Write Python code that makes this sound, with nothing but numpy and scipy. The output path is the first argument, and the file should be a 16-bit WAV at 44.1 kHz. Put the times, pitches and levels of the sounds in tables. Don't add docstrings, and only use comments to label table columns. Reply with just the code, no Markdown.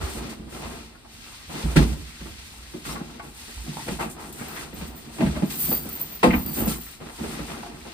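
import sys
import numpy as np
from scipy import signal
from scipy.fft import rfft, irfft, next_fast_len
from scipy.io import wavfile

SR = 44100
rng = np.random.default_rng(int(sys.argv[2]) if len(sys.argv) > 2 else 0)


def master(y):
    cut = np.clip(np.atleast_2d(y).T, -1, 1)
    pcm = np.round(cut * 32767)
    wavfile.write(sys.argv[1], SR, pcm.astype(np.int16))


N = 349713

# (frequency [Hz], relative spectral level [dB])
FLAP_SPECTRUM = [(90, -18), (150, 4.5), (235, 0.5), (340, -1.5), (480, -14.5), (800, -30.5)]
CRUMPLE_SPECTRUM = [(350, 17), (550, 6.5), (850, 4), (1300, -1.5), (2100, -6), (3000, -5), (5000, -16)]
CRACK_SPECTRUM = [(900, 6), (1900, 7), (2700, 4), (4200, -2), (6300, -12), (8800, -9), (12000, -14),
                  (15000, -21)]
TICK_SPECTRUM = [(3000, -25), (6300, -6), (8800, -0.5), (11000, 6), (13000, 5.5), (14400, 13), (15200, 9)]
# (time
# [s], duration [s], hiss level [dB], fizz level [dB])
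SWISHES = [(0.0, 0.067, -39, -43.5), (0.07, .12, -43, -43.5), (0.21, 0.072, -45.5, -52),
           (0.29, 0.032, -42.5, -47), (0.48, 0.25, -46, -47.5), (0.7, 0.16, -48, -55),
           (1.06, 0.32, -49, -54), (1.17, 0.37, -48, -53), (1.495, 0.13, -40.5, -45),
           (1.56, 0.28, -44, -44), (1.76, 0.013, -25.5, -32.5), (1.805, 0.032, -37.5, -41),
           (1.85, 0.086, -44.5, -47), (1.93, 0.23, -47.5, -52.5), (2.1, 0.38, -47.5, -50.5),
           (2.35, 0.64, -48.5, -52), (2.84, 0.091, -38.5, -39), (3.0, 0.17, -50, -55.5),
           (3.21, 0.1, -54, -53), (3.3, 0.41, -45.5, -47.5), (3.6, 0.37, -44.5, -53),
           (3.7, 0.24, -43.5, -42.5), (3.99, 0.062, -55, -44), (4.092, 0.028, -50, -44.5),
           (4.18, 0.12, -49.5, -46.5), (4.326, 0.013, -48, -42.5), (4.34, 0.22, -45, -46),
           (4.55, 0.093, -42.5, -45), (4.66, 0.12, -55, -56), (4.74, 0.14, -45.5, -47.5),
           (4.92, 0.24, -52, -53.5), (5.1, 0.17, -47.5, -48.5), (5.21, 0.17, -44.5, -46),
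           (5.34, 0.34, -47.5, -47), (5.495, 0.05, -39, -37.5), (5.56, 0.22, -41, -41.5),
           (5.8, 0.29, -45, -46), (6.06, 0.38, -46, -52), (6.228, 0.037, -44, -40), (6.3, 0.12, -67, -63),
           (6.44, 0.28, -46.5, -43.5), (6.53, 0.065, -43.5, -38), (6.668, 0.059, -35, -33),
           (6.78, 0.16, -47.5, -47.5), (7.0, 0.14, -50.5, -53.5), (7.11, 0.24, -44, -45.5),
           (7.21, 0.32, -45, -48), (7.45, 0.23, -46, -51.5), (7.64, 0.76, -48.5, -52.5)]
SWISH_SHAPE = dict(rise_share=0.32, bulge_db=1, base_t60=0.22)


def from_db(db):
    return 10 ** (np.asarray(db) / 20)


def unit_rms(x):
    return x / np.sqrt(np.mean(x ** 2) + 1e-20)


def at_hz(points, hz):
    freqs, values = np.transpose(points)
    return np.interp(np.log(hz), np.log(freqs), values)


def add(out, start, sound):
    i = max(int(start * SR), 0)
    out[..., i:i + sound.shape[-1]] += sound[..., :N - i]


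def decay(t, t60):
    return from_db(-60 * t / t60)


def gesture(t, length, rise_s, t60):
    rise = np.sin(np.pi / 2 * np.minimum(t / max(rise_s, 1 / SR), 1))
    return rise * decay(np.maximum(t - length, 0), t60)


def movements(rows, rise_share, bulge_db, base_t60):
    power, t = np.zeros((len(rows[0]) - 2, N)), np.arange(SR) / SR
    for start, length, *levels_db in rows:
        arch = np.sin(np.pi * np.minimum(t / length, 1)) - 2 / np.pi
        t60 = base_t60 + 0.32 * length
        shape = from_db(bulge_db * arch) * gesture(t, length, rise_share * length, t60)
        add(power, start, (from_db(levels_db)[:, None] * shape) ** 2)
    return np.sqrt(power)


def drift(rate_hz):
    r = np.exp(-80 * np.pi * rate_hz / SR)
    slow = signal.lfilter([1], [1, -2 * r, r * r], rng.standard_normal(N // 40 + 2002))[2000:]
    return np.interp(np.arange(N) / 40, np.arange(len(slow)), unit_rms(slow))


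def grains(per_s, spread_db):
    sizes = from_db(spread_db * np.minimum(rng.exponential(1, N), 4)) * rng.choice([-1, 1], N)
    return sizes * (rng.random(N) < per_s / SR)


def resonator(drive, hz, t60):
    r, w = from_db(-60 / (t60 * SR)), 2 * np.pi * min(hz, .45 * SR) / SR
    return signal.lfilter([0, np.sin(w)], [1, -2 * r * np.cos(w), r * r], drive + 1e-18)


def room_gain(at):
    # (frequency [Hz], lift [dB])
    resonances = [(233, 4), (356, -2), (484, -3), (661, 3.5), (732, 3), (873, 1.5), (1039, 3.5), (1187, 3),
                  (1351, 3.5), (1575, 4.5), (1909, 6), (2078, 6), (2410, 6), (2690, 5)]
    # (delay [s], low-frequency amplitude [ratio])
    reflections = [(.0023, 0.33), (.0051, -0.036), (.0087, 0.2), (0.0132, 0.21)]
    width_hz, rolloff_hz = 94, 840
    hz = np.arange(0, SR / 2, 4)
    lift_db = sum(db / (1 + (2 * (hz - centre) / width_hz) ** 2) for centre, db in resonances)
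    echoes = sum(share * np.exp(-2j * np.pi * hz * delay) for delay, share in reflections)
    comb = 1 + echoes / (1 + (hz / rolloff_hz) ** 2)
    return np.interp(at, hz, from_db(lift_db) * np.abs(comb))


def noise(spectrum, size=N):
    # (frequency [Hz], correlation [-1 to 1])
    likeness = [(60, 0.92), (170, 0.94), (350, 0.52), (550, 0.088), (1400, 0.2), (2000, -0.27),
                (3000, -0.27), (4300, 0.11), (6000, -0.38), (6900, -0.56), (8400, 1), (9400, 0.86),
                (10200, -0.044), (10900, -1), (11900, -1), (12600, 0.37), (13300, 0.97), (14300, 0.83),
                (15200, -0.23)]
    padded = next_fast_len(size)
    hz = np.maximum(np.fft.rfftfreq(padded, 1 / SR), 1)
    skirts = 1 / (1 + (spectrum[0][0] / hz) ** 4) / (1 + (hz / spectrum[-1][0] / 2) ** 4)
    gain = from_db(at_hz(spectrum, hz)) * skirts * room_gain(hz)
    mid, side = rfft(rng.standard_normal((2, padded))) * gain
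    alike = np.clip(at_hz(likeness, hz), -.998, .998)
    mid, side = mid * np.sqrt(1 + alike), side * np.sqrt(1 - alike)
    return unit_rms(irfft(np.array([mid + side, mid - side]), padded)[:, :size])


def bedroom(x, t60, wet_db):
    t = np.arange(SR // 2) / SR
    tail = noise([(30, 0), (16000, 0)], len(t)) * decay(t, t60) * (t > .002)
    tail *= from_db(wet_db) / np.sqrt(np.sum(tail ** 2) / 2)
    wet = signal.fftconvolve(np.atleast_2d(x), tail, axes=1)[:, :N]
    return (x + wet) / np.sqrt(1 + from_db(2 * wet_db))


def slip_envelope(slips, slip_t60, room_db):
    t = np.arange(SR // 4) / SR
    power = decay(t, slip_t60) ** 2 + (from_db(room_db) * decay(t, 0.42)) ** 2
    return np.sqrt(np.abs(signal.fftconvolve(slips ** 2, power)[:len(slips)]))


def rustle(spectrum, per_s, spread_db, patchy_db, slip_t60):
    slips = grains(per_s, spread_db) * from_db(patchy_db * drift(17.3))
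    return unit_rms(slip_envelope(slips, slip_t60, room_db=-10) * noise(spectrum))


def struck(modes, t, damping_s, pitch_hz, focus_db):
    hz, level_db, own_t60 = np.transpose(modes)[:, :, None]
    octaves_away = np.abs(np.log2(hz / pitch_hz))
    gain = from_db(level_db - focus_db * octaves_away + rng.normal(0, 1.0, hz.shape))
    phase = np.pi * np.arange(len(hz))[:, None] + rng.normal(0, 1, (2, *hz.shape)) * hz / 700
    detuned_hz = hz * (1 + rng.normal(0, .012, hz.shape))
    waves = gain * np.sin(2 * np.pi * detuned_hz * t + phase) * decay(t, own_t60)
    return np.sum(waves, axis=1) * decay(t, 2 * damping_s) / np.sqrt(np.sum(gain ** 2) / 2)


def room_air():
    # (frequency [Hz], relative spectral level [dB])
    spectrum = [(25, -3), (58, 7), (110, -6), (230, -2.5), (500, -13.5), (1500, -21), (4300, -17),
                (6500, -26), (9000, -23.5), (15000, -34)]
    return from_db(-48) * noise(spectrum)


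def floor_booms():
    # (time [s], level [dB])
    booms = [(0.0, -31), (0.64, -38.5), (1.468, -46), (1.659, -45), (1.8, -23), (1.94, -34), (2.29, -43),
             (2.86, -38), (3.8, -55), (4.58, -44), (4.77, -34), (5.24, -27), (5.33, -35), (5.62, -40.5),
             (5.789, -42), (6.27, -22), (6.36, -32), (6.59, -31.5), (7.19, -40), (7.4, -43)]
    # (frequency [Hz], relative spectral level [dB])
    rumble = [(36, -9), (46, -20), (58, 1), (75, -7.5), (110, -21)]
    power, t = np.zeros(N), np.arange(SR) / SR
    shape = gesture(t, length=0.021, rise_s=0.021, t60=0.57)
    for start, level_db in booms:
        add(power, start, (from_db(level_db) * shape) ** 2)
    return np.sqrt(power) * noise(rumble)


def floor_blows():
    # (time [s], thud level [dB], thud pitch [Hz], boom [dB], knock [dB], crack [dB])
    blows = [(0.009, -36.5, 160, -37, -54, -43), (0.166, -32.5, 308, -29.5, -39, -55),
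             (0.391, -31.5, 188, -35, -62, -60), (0.52, -41, 380, -35, -44, -44),
             (1.638, -21, 180, -17, -56, -52), (1.757, -9, 307, -39, -23.5, -23.5),
             (1.764, -7, 163, -12, -27, -17), (2.205, -32, 158.6, -34, -45, -44),
             (2.582, -61, 110.6, -36, -69, -63), (2.738, -28, 380, -51, -40.5, -59),
             (3.004, -28, 254.4, -41.5, -45, -61), (3.564, -76, 155.5, -27.5, -72, -58),
             (3.676, -28.5, 146, -57, -54, -70), (3.88, -28.5, 220, -36, -29, -30),
             (3.908, -24.5, 168, -29.5, -43, -55), (4.002, -30.5, 430, -48, -40.5, -34),
             (4.725, -34, 218, -37, -45, -44), (4.808, -29, 187, -53, -41, -39),
             (5.714, -24, 298, -34, -25, -49), (5.851, -32, 250, -61, -39, -58),
             (6.576, -22.5, 275, -38, -34, -38), (6.615, -27.5, 374, -24.5, -33, -57),
             (6.668, -18.5, 218, -57, -30, -52), (7.007, -34, 239, -44, -41, -59),
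             (7.204, -28, 250, -41, -53, -46), (7.389, -27, 252, -31.5, -34, -37.5)]
    # (frequency [Hz], relative level [dB], own T60 [s])
    thud_modes = [(148.8, -1.5, 0.78), (173, 0, 0.16), (191.8, 0, .4), (228, 3.5, 0.41), (271.3, -8.5, 0.4),
                  (301.4, -3, 0.37), (356, -0.5, 0.27)]
    knock_modes = [(471, 7, 0.15), (554.5, 4.5, 0.28), (631, -5, 0.43), (868, 1, .2), (1020, -4, .16),
                   (1190, -2, 0.18), (1373, -8, 0.23)]
    damping_s = 0.19
    out, t = np.zeros((2, N)), np.arange(SR * 3 // 5) / SR
    contact, swell = 1 - np.exp(-t / 0.0032), 1 - np.exp(-t / 0.0075)
    boom = np.sin(2 * np.pi * 58.9 * t) * decay(t, 0.56)
    boom += from_db(-10) * np.sin(2 * np.pi * 78 * t) * decay(t, 0.46)
    spectra = FLAP_SPECTRUM, CRUMPLE_SPECTRUM, CRACK_SPECTRUM
    dense = np.array([noise(spectrum, 4 * len(t)) for spectrum in spectra])
    for start, thud_db, pitch_hz, boom_db, knock_db, crack_db in blows:
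        offset = rng.integers(dense.shape[-1] - len(t))
        dull, woody, bright = dense[:, :, offset:offset + len(t)]
        thud = struck(thud_modes, t, damping_s, pitch_hz, focus_db=13.5)
        thud += from_db(-6) * dull * decay(t, 1.53 * damping_s)
        knock = struck(knock_modes, t, damping_s, 2 * pitch_hz, focus_db=2.5)
        knock += from_db(-3.5) * woody * decay(t, 1.07 * damping_s)
        crack = bright * (decay(t, 0.38 * damping_s) + from_db(-11) * decay(t, 1.3 * damping_s))
        low = from_db(thud_db) * thud + from_db(boom_db) * boom
        high = from_db(knock_db) * knock + from_db(crack_db) * crack
        add(out, start, swell * low + contact * high)
    return out


def hollow_knocks(rows, body_modes, wall_modes, damping_s, focus_db, dense_db, tail_db):
    out, t = np.zeros((2, N)), np.arange(SR // 2) / SR
    contact, swell = 1 - np.exp(-t / 0.0016), 1 - np.exp(-t / 0.0043)
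    for start, thud_db, thud_hz, ring_db, ring_hz, crack_db in rows:
        thud = struck(body_modes, t, damping_s, thud_hz, focus_db=16)
        thud += from_db(tail_db) * noise(FLAP_SPECTRUM, len(t)) * decay(t, 0.62)
        dense = noise([(ring_hz / 2, -2), (ring_hz, 0), (2 * ring_hz, -14), (4 * ring_hz, -28)], len(t))
        walls = struck(wall_modes, t, damping_s, ring_hz, focus_db)
        walls += from_db(dense_db) * dense * decay(t, 0.65 * damping_s)
        crack = noise(CRACK_SPECTRUM, len(t)) * (decay(t, 0.15) + from_db(-18) * decay(t, 0.17))
        high = from_db(ring_db) * walls + from_db(crack_db) * crack
        add(out, start, swell * from_db(thud_db) * thud + contact * high)
    return out


def box_bumps():
    # (time [s], thud level [dB], thud pitch [Hz], ring [dB], ring pitch [Hz], crack [dB])
    bumps = [(5.192, -17, 280, -43, 650, -45), (5.205, -12.5, 284, -24, 650, -30.5),
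             (5.222, -8.5, 229, -21.5, 840, -46), (5.262, -13.5, 205, -31, 620, -33),
             (5.287, -29, 199, -48, 620, -60), (5.36, -21, 218, -46, 620, -37),
             (5.421, -13.5, 188, -27.5, 696, -39), (5.431, -16.5, 338, -32, 617, -56),
             (5.683, -19.5, 236, -35.5, 620, -52)]
    # (frequency [Hz], relative level [dB], own T60 [s])
    body = [(148.4, 0, 0.75), (189.3, 2.5, 0.46), (210, -1, 0.16), (245, 0, 0.27), (280, 1, 0.077),
            (329, 0.5, 0.12)]
    walls = [(436, 4, 0.1), (570, 0, 0.17), (657, 3.5, 0.25), (840, -2, 0.26), (1003, -11, 0.2)]
    return hollow_knocks(bumps, body, walls, damping_s=0.12, focus_db=7, dense_db=-7, tail_db=-19)


def dropped_thing():
    # (time [s], thud level [dB], thud pitch [Hz], ring [dB], ring pitch [Hz], crack [dB])
    drops = [(6.229, -15, 356, -14.5, 910, -19.5), (6.238, -13, 276, -10.5, 553, -20.5),
             (6.262, -12, 240, -26, 850, -46), (6.331, -21.5, 253, -23, 1010, -39)]
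    # (frequency [Hz], relative level [dB], own T60 [s])
    body = [(190, 10.5, 0.56), (231, 0, 1), (248.6, 2.5, 0.59), (299, 3, 0.33), (345, -2, 0.37),
            (392, -1, 0.47)]
    walls = [(490, 3, 0.31), (628, -11, 0.3), (820, -9, 0.13), (871, 4.5, 0.26), (946, -20, 0.22),
             (1052, 6, 0.16), (1170, -4, 0.17), (1320, -1, 0.063), (1550, 3, 0.13)]
    return hollow_knocks(drops, body, walls, damping_s=0.34, focus_db=5, dense_db=-4.5, tail_db=-16)


def taps():
    # (time [s], level [dB], pitch [Hz])
    hits = [(0.95, -51, 1340), (2.852, -38, 1410), (2.957, -35, 1150), (3.007, -43, 790), (3.101, -47, 880),
            (3.1967, -36, 1050), (3.201, -48, 2200), (7.631, -37.5, 800), (7.662, -39.5, 708)]
    # (frequency [Hz], relative level [dB], own T60 [s])
    modes = [(546, 0, .1), (700, 5, .28), (829, 4.5, 0.28), (887, -1, 0.26), (1120, 0, 0.26),
             (1420, 1, 0.23), (2170, -6, 0.11), (2250, -13, .18)]
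    out, t = np.zeros((2, N)), np.arange(SR // 4) / SR
    for start, level_db, hz in hits:
        click = noise([(hz / 3, -6), (hz, 0), (2 * hz, -7), (4 * hz, -26)], len(t))
        click *= decay(t, 0.073) + from_db(-13) * decay(t, .25)
        body = struck(modes, t, damping_s=.32, pitch_hz=hz, focus_db=23)
        add(out, start, from_db(level_db) * (click + from_db(-0.5) * body))
    return out


def clacks():
    # (time [s], level [dB])
    hits = [(6.298, -39), (6.3055, -25), (6.331, -30), (6.337, -24), (6.346, -38)]
    # (frequency [Hz], relative spectral level [dB])
    spectrum = [(1400, -34), (1800, 5), (2100, 9), (2800, 1.5), (3100, -2), (3500, -35), (6000, -45)]
    out, t = np.zeros((2, N)), np.arange(SR // 4) / SR
    shape = gesture(t, length=0.0058, rise_s=0.0018, t60=0.068) + from_db(-22) * decay(t, .25)
    for start, level_db in hits:
        add(out, start, from_db(level_db) * shape * noise(spectrum, len(t)))
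    return out


def creaks():
    # (time [s], duration [s], level [dB], starting pitch [Hz])
    slips = [(2.907, 0.016, -40, 5400), (5.363, 0.017, -31, 587)]
    glide_hz_per_s, jitter = 2500, 0.021
    out, t = np.zeros(N), np.arange(SR // 8) / SR
    for start, length, level_db, start_hz in slips:
        hz = (start_hz + glide_hz_per_s * t) * (1 + jitter * drift(150)[:len(t)])
        tone = np.sin(2 * np.pi * np.cumsum(hz) / SR)
        add(out, start, from_db(level_db) * gesture(t, length, rise_s=0.005, t60=0.063) * tone)
    return bedroom(out, t60=0.24, wet_db=-8)


def scrapes():
    # (time [s], duration [s], level [dB], pitch [Hz])
    drags = [(0.01, 0.077, -42.5, 1250), (0.163, 0.081, -48, 1100), (0.565, 0.11, -54, 1000),
             (3.987, .04, -28.5, 865), (3.999, 0.032, -38, 2630), (4.161, 0.083, -41.5, 950),
             (4.379, 0.047, -43, 1400), (4.442, 0.13, -44, 1340), (4.556, 0.022, -36.5, 1850),
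             (7.295, .09, -45, 1900), (7.522, 0.042, -51, 1300)]
    out, t = np.zeros((2, N)), np.arange(SR // 2) / SR
    for start, length, level_db, hz in drags:
        band = noise([(hz / 3, -9), (hz * 0.6, -4), (hz, 0), (hz * 1.6, -8), (hz * 3, -17)], len(t))
        add(out, start, from_db(level_db) * gesture(t, length, rise_s=0.48 * length, t60=0.26) * band)
    slips = grains(per_s=840, spread_db=1.0)
    return out * unit_rms(slip_envelope(slips, slip_t60=0.013, room_db=-11))


def jingle():
    # (time [s], duration [s], high ring level [dB], ticking [dB], ring of a larger part [dB])
    shakes = [(4.335, 0.06, -61, -60, -75), (4.48, 0.067, -54, -48, -75), (4.742, 0.072, -55, -58, -70),
              (4.86, 0.037, -55, -56, -75), (4.95, 0.031, -48, -51, -75), (5.44, 0.36, -46, -35, -63),
              (5.57, 0.13, -31, -28, -50), (5.69, 0.073, -27, -28, -42.5), (5.89, 0.12, -43, -42, -62),
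              (5.99, 0.038, -37, -35, -66), (6.08, 0.088, -38.5, -49, -75), (6.225, 0.045, -54, -45, -46),
              (6.3, 0.34, -35.5, -40.5, -68), (6.455, 0.053, -53, -49, -47), (6.54, 0.093, -41, -33.5, -52),
              (6.67, 0.056, -40, -38, -54), (6.74, 0.13, -43, -62, -70)]
    # (frequency [Hz], relative level [dB], T60 [s])
    modes = [(13600, -19, 0.077), (14100, -12, 0.038), (13900, -7, 0.054), (13900, -10, 0.03),
             (14670, 11, 0.083), (14720, -13, .025)]
    high_gain, tick_gain, low_gain = movements(shakes, rise_share=0.27, bulge_db=1.5, base_t60=0.27)
    touches = grains(per_s=700, spread_db=2.5)
    high = sum(from_db(db) * resonator(touches * rng.normal(1, 0.97, N), hz, t60)
               for hz, db, t60 in modes)
    high = unit_rms(bedroom(high, t60=.2, wet_db=-4))
    ticks = rustle(TICK_SPECTRUM, per_s=350, spread_db=6.0, patchy_db=-1.0, slip_t60=0.004)
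    low = resonator(touches, hz=4650, t60=.07) + resonator(touches, hz=4740, t60=.06)
    low = unit_rms(bedroom(low, t60=.2, wet_db=-4))
    return high_gain * high + tick_gain * ticks + low_gain * low


def clinks():
    # (time [s], ring level [dB], pitch [Hz], tick level [dB])
    touches = [(4.325, -42, 14200, -34), (4.4822, -35, 14150, -48), (4.5531, -38, 14300, -52),
               (4.741, -36, 14160, -49), (5.7044, -14, 14300, -26), (5.7269, -12, 14200, -28),
               (5.7478, -15, 14350, -25), (5.833, -34, 14400, -38), (5.889, -28, 14700, -24),
               (5.928, -23, 14400, -38), (5.952, -22, 14600, -37), (6.0122, -14.5, 14300, -41),
               (6.149, -28, 15000, -42), (6.3614, -29, 14200, -42), (6.461, -20, 14600, -26),
               (6.6029, -17, 14460, -31), (6.6568, -18, 14450, -38)]
    out, t = np.zeros((2, N)), np.arange(SR // 4) / SR
    for start, ring_db, hz, tick_db in touches:
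        beat_hz = rng.uniform(40, 140)
        pair = np.sin(2 * np.pi * hz * t) + .5 * np.sin(2 * np.pi * (hz + beat_hz) * t)
        ringing = pair * decay(t, 0.059) * (1 - np.exp(-t / 0.0014))
        tick = noise(TICK_SPECTRUM, len(t)) * gesture(t, length=.002, rise_s=0.0022, t60=0.025)
        add(out, start, from_db(ring_db) * ringing + from_db(tick_db) * tick)
    return bedroom(out, t60=.3, wet_db=-7)


def fold_snaps():
    # (time [s], level at the envelope's peak [dB], pitch [Hz], duration [s])
    folds = [(0.051, -37, 396, 0.25), (0.631, -41.5, 1130, 0.049), (0.704, -48, 686, 0.04),
             (1.046, -47, 878, 0.025), (2.255, -37.5, 356, 0.054), (2.733, -48, 434, 0.21),
             (2.889, -35, 1320, 0.04), (3.663, -45, 746, 0.056), (4.406, -33.5, 292, 0.025),
             (4.624, -47, 1460, 0.059), (7.237, -29, 413, 0.013)]
    snaps_per_s = 2100
    out, t = np.zeros((2, N)), np.arange(SR // 4) / SR
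    for start, peak_db, hz, length in folds:
        run = rng.standard_normal(len(t)) * (rng.random(len(t)) < snaps_per_s / SR)
        run *= np.exp(-2 * t / length)
        run[0] = 2
        envelope = slip_envelope(run, slip_t60=0.11, room_db=-13.5) * (1 - np.exp(-t / 0.0014))
        band = noise([(hz / 4, -11), (hz * .85, -4), (hz, 0), (hz * 1.08, -10), (hz * 5, -25)], len(t))
        add(out, start, from_db(peak_db) * band * envelope / envelope.max())
    return out


def crinkles():
    slide = movements(SWISHES, **SWISH_SHAPE)[0]
    pops = sum(resonator(grains(per_s=5, spread_db=2.5) * rng.normal(1, .7, (2, N)), hz, t60=14 / hz)
               for hz in np.geomspace(900, 4800, num=10))
    return slide * from_db(-9) * unit_rms(bedroom(pops, t60=.2, wet_db=0))


def cloth():
    # (time [s], duration [s], crumple level [dB], flap level [dB])
    grabs = [(0.0, 0.028, -34.5, -47), (0.14, 0.17, -40, -37), (0.36, 0.35, -52, -43),
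             (0.53, 0.27, -41.5, -43.5), (1.49, 0.24, -40, -37.5), (1.79, 0.025, -30.5, -24),
             (1.85, 0.1, -47, -33.5), (2.86, 0.12, -40.5, -36.5), (3.01, 0.18, -52, -45.5),
             (3.23, 0.042, -45, -45), (3.48, 0.011, -45.5, -48), (3.63, 0.23, -63, -44),
             (3.865, 0.055, -39, -40), (3.995, 0.055, -40, -32), (4.14, 0.23, -44, -44),
             (4.37, 0.33, -43.5, -44.5), (4.73, 0.26, -47, -44.5), (5.03, 0.24, -48.5, -45.5),
             (5.18, 0.1, -35.5, -36), (5.35, 0.11, -41.5, -35), (5.53, 0.4, -45, -39.5),
             (5.87, 0.3, -50, -50), (6.235, 0.12, -31, -36), (6.45, 0.097, -42, -35),
             (6.56, 0.14, -38, -29.5), (7.0, 0.091, -42.5, -47), (7.18, 0.24, -40, -38.5),
             (7.47, 0.11, -41, -39.5), (7.635, 0.15, -46, -44), (7.85, 0.042, -44, -45.5)]
    # (frequency [Hz], relative spectral level [dB])
    slide_spectrum = [(700, -2), (1500, 1.5), (2200, 3), (3100, 6), (4300, 6.5), (5500, 3), (7000, 0.5),
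                      (10000, -45)]
    fizz_spectrum = [(4500, -8), (6500, -0.5), (8500, 3), (10200, 1), (11500, -1), (13000, -3.5),
                     (15000, -7)]
    slide, fizz = movements(SWISHES, **SWISH_SHAPE)
    crumple, flap = movements(grabs, rise_share=0.063, bulge_db=2, base_t60=0.37)
    return (slide * rustle(slide_spectrum, per_s=9500, spread_db=4.5, patchy_db=1.5, slip_t60=0.028)
            + fizz * rustle(fizz_spectrum, per_s=1800, spread_db=3.0, patchy_db=1.5, slip_t60=0.024)
            + crumple * rustle(CRUMPLE_SPECTRUM, per_s=310, spread_db=-2.5, patchy_db=3, slip_t60=0.015)
            + flap * rustle(FLAP_SPECTRUM, per_s=270, spread_db=2.0, patchy_db=0, slip_t60=0.035))


def scene():
    thumps = floor_blows() + box_bumps() + dropped_thing()
    small_things = taps() + clacks() + creaks() + jingle() + clinks()
    clothes = cloth() + crinkles() + fold_snaps()
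    return thumps + small_things + clothes + scrapes() + floor_booms() + room_air()


def record(dry):
    # (frequency [Hz], left minus right level [dB])
    imbalance = [(60, -3), (220, -1.5), (400, 1.5), (900, 0.9), (1500, 2.5), (4600, 1.5), (8000, 0)]
    padded = next_fast_len(N + SR // 4)
    lean_db = at_hz(imbalance, np.maximum(np.fft.rfftfreq(padded, 1 / SR), 1))
    coloured = irfft(rfft(dry, padded) * from_db([lean_db / 2, -lean_db / 2]), padded)[:, :N]
    low_cut = signal.butter(2, 28, "high", fs=SR, output="sos")
    high_cut = signal.ellip(10, .2, 90, 15400, fs=SR, output="sos")
    clipped = np.clip(signal.sosfilt(low_cut, coloured), -1, 1)
    return signal.sosfilt(high_cut, clipped)


dry = scene()
out = record(dry)
master(out)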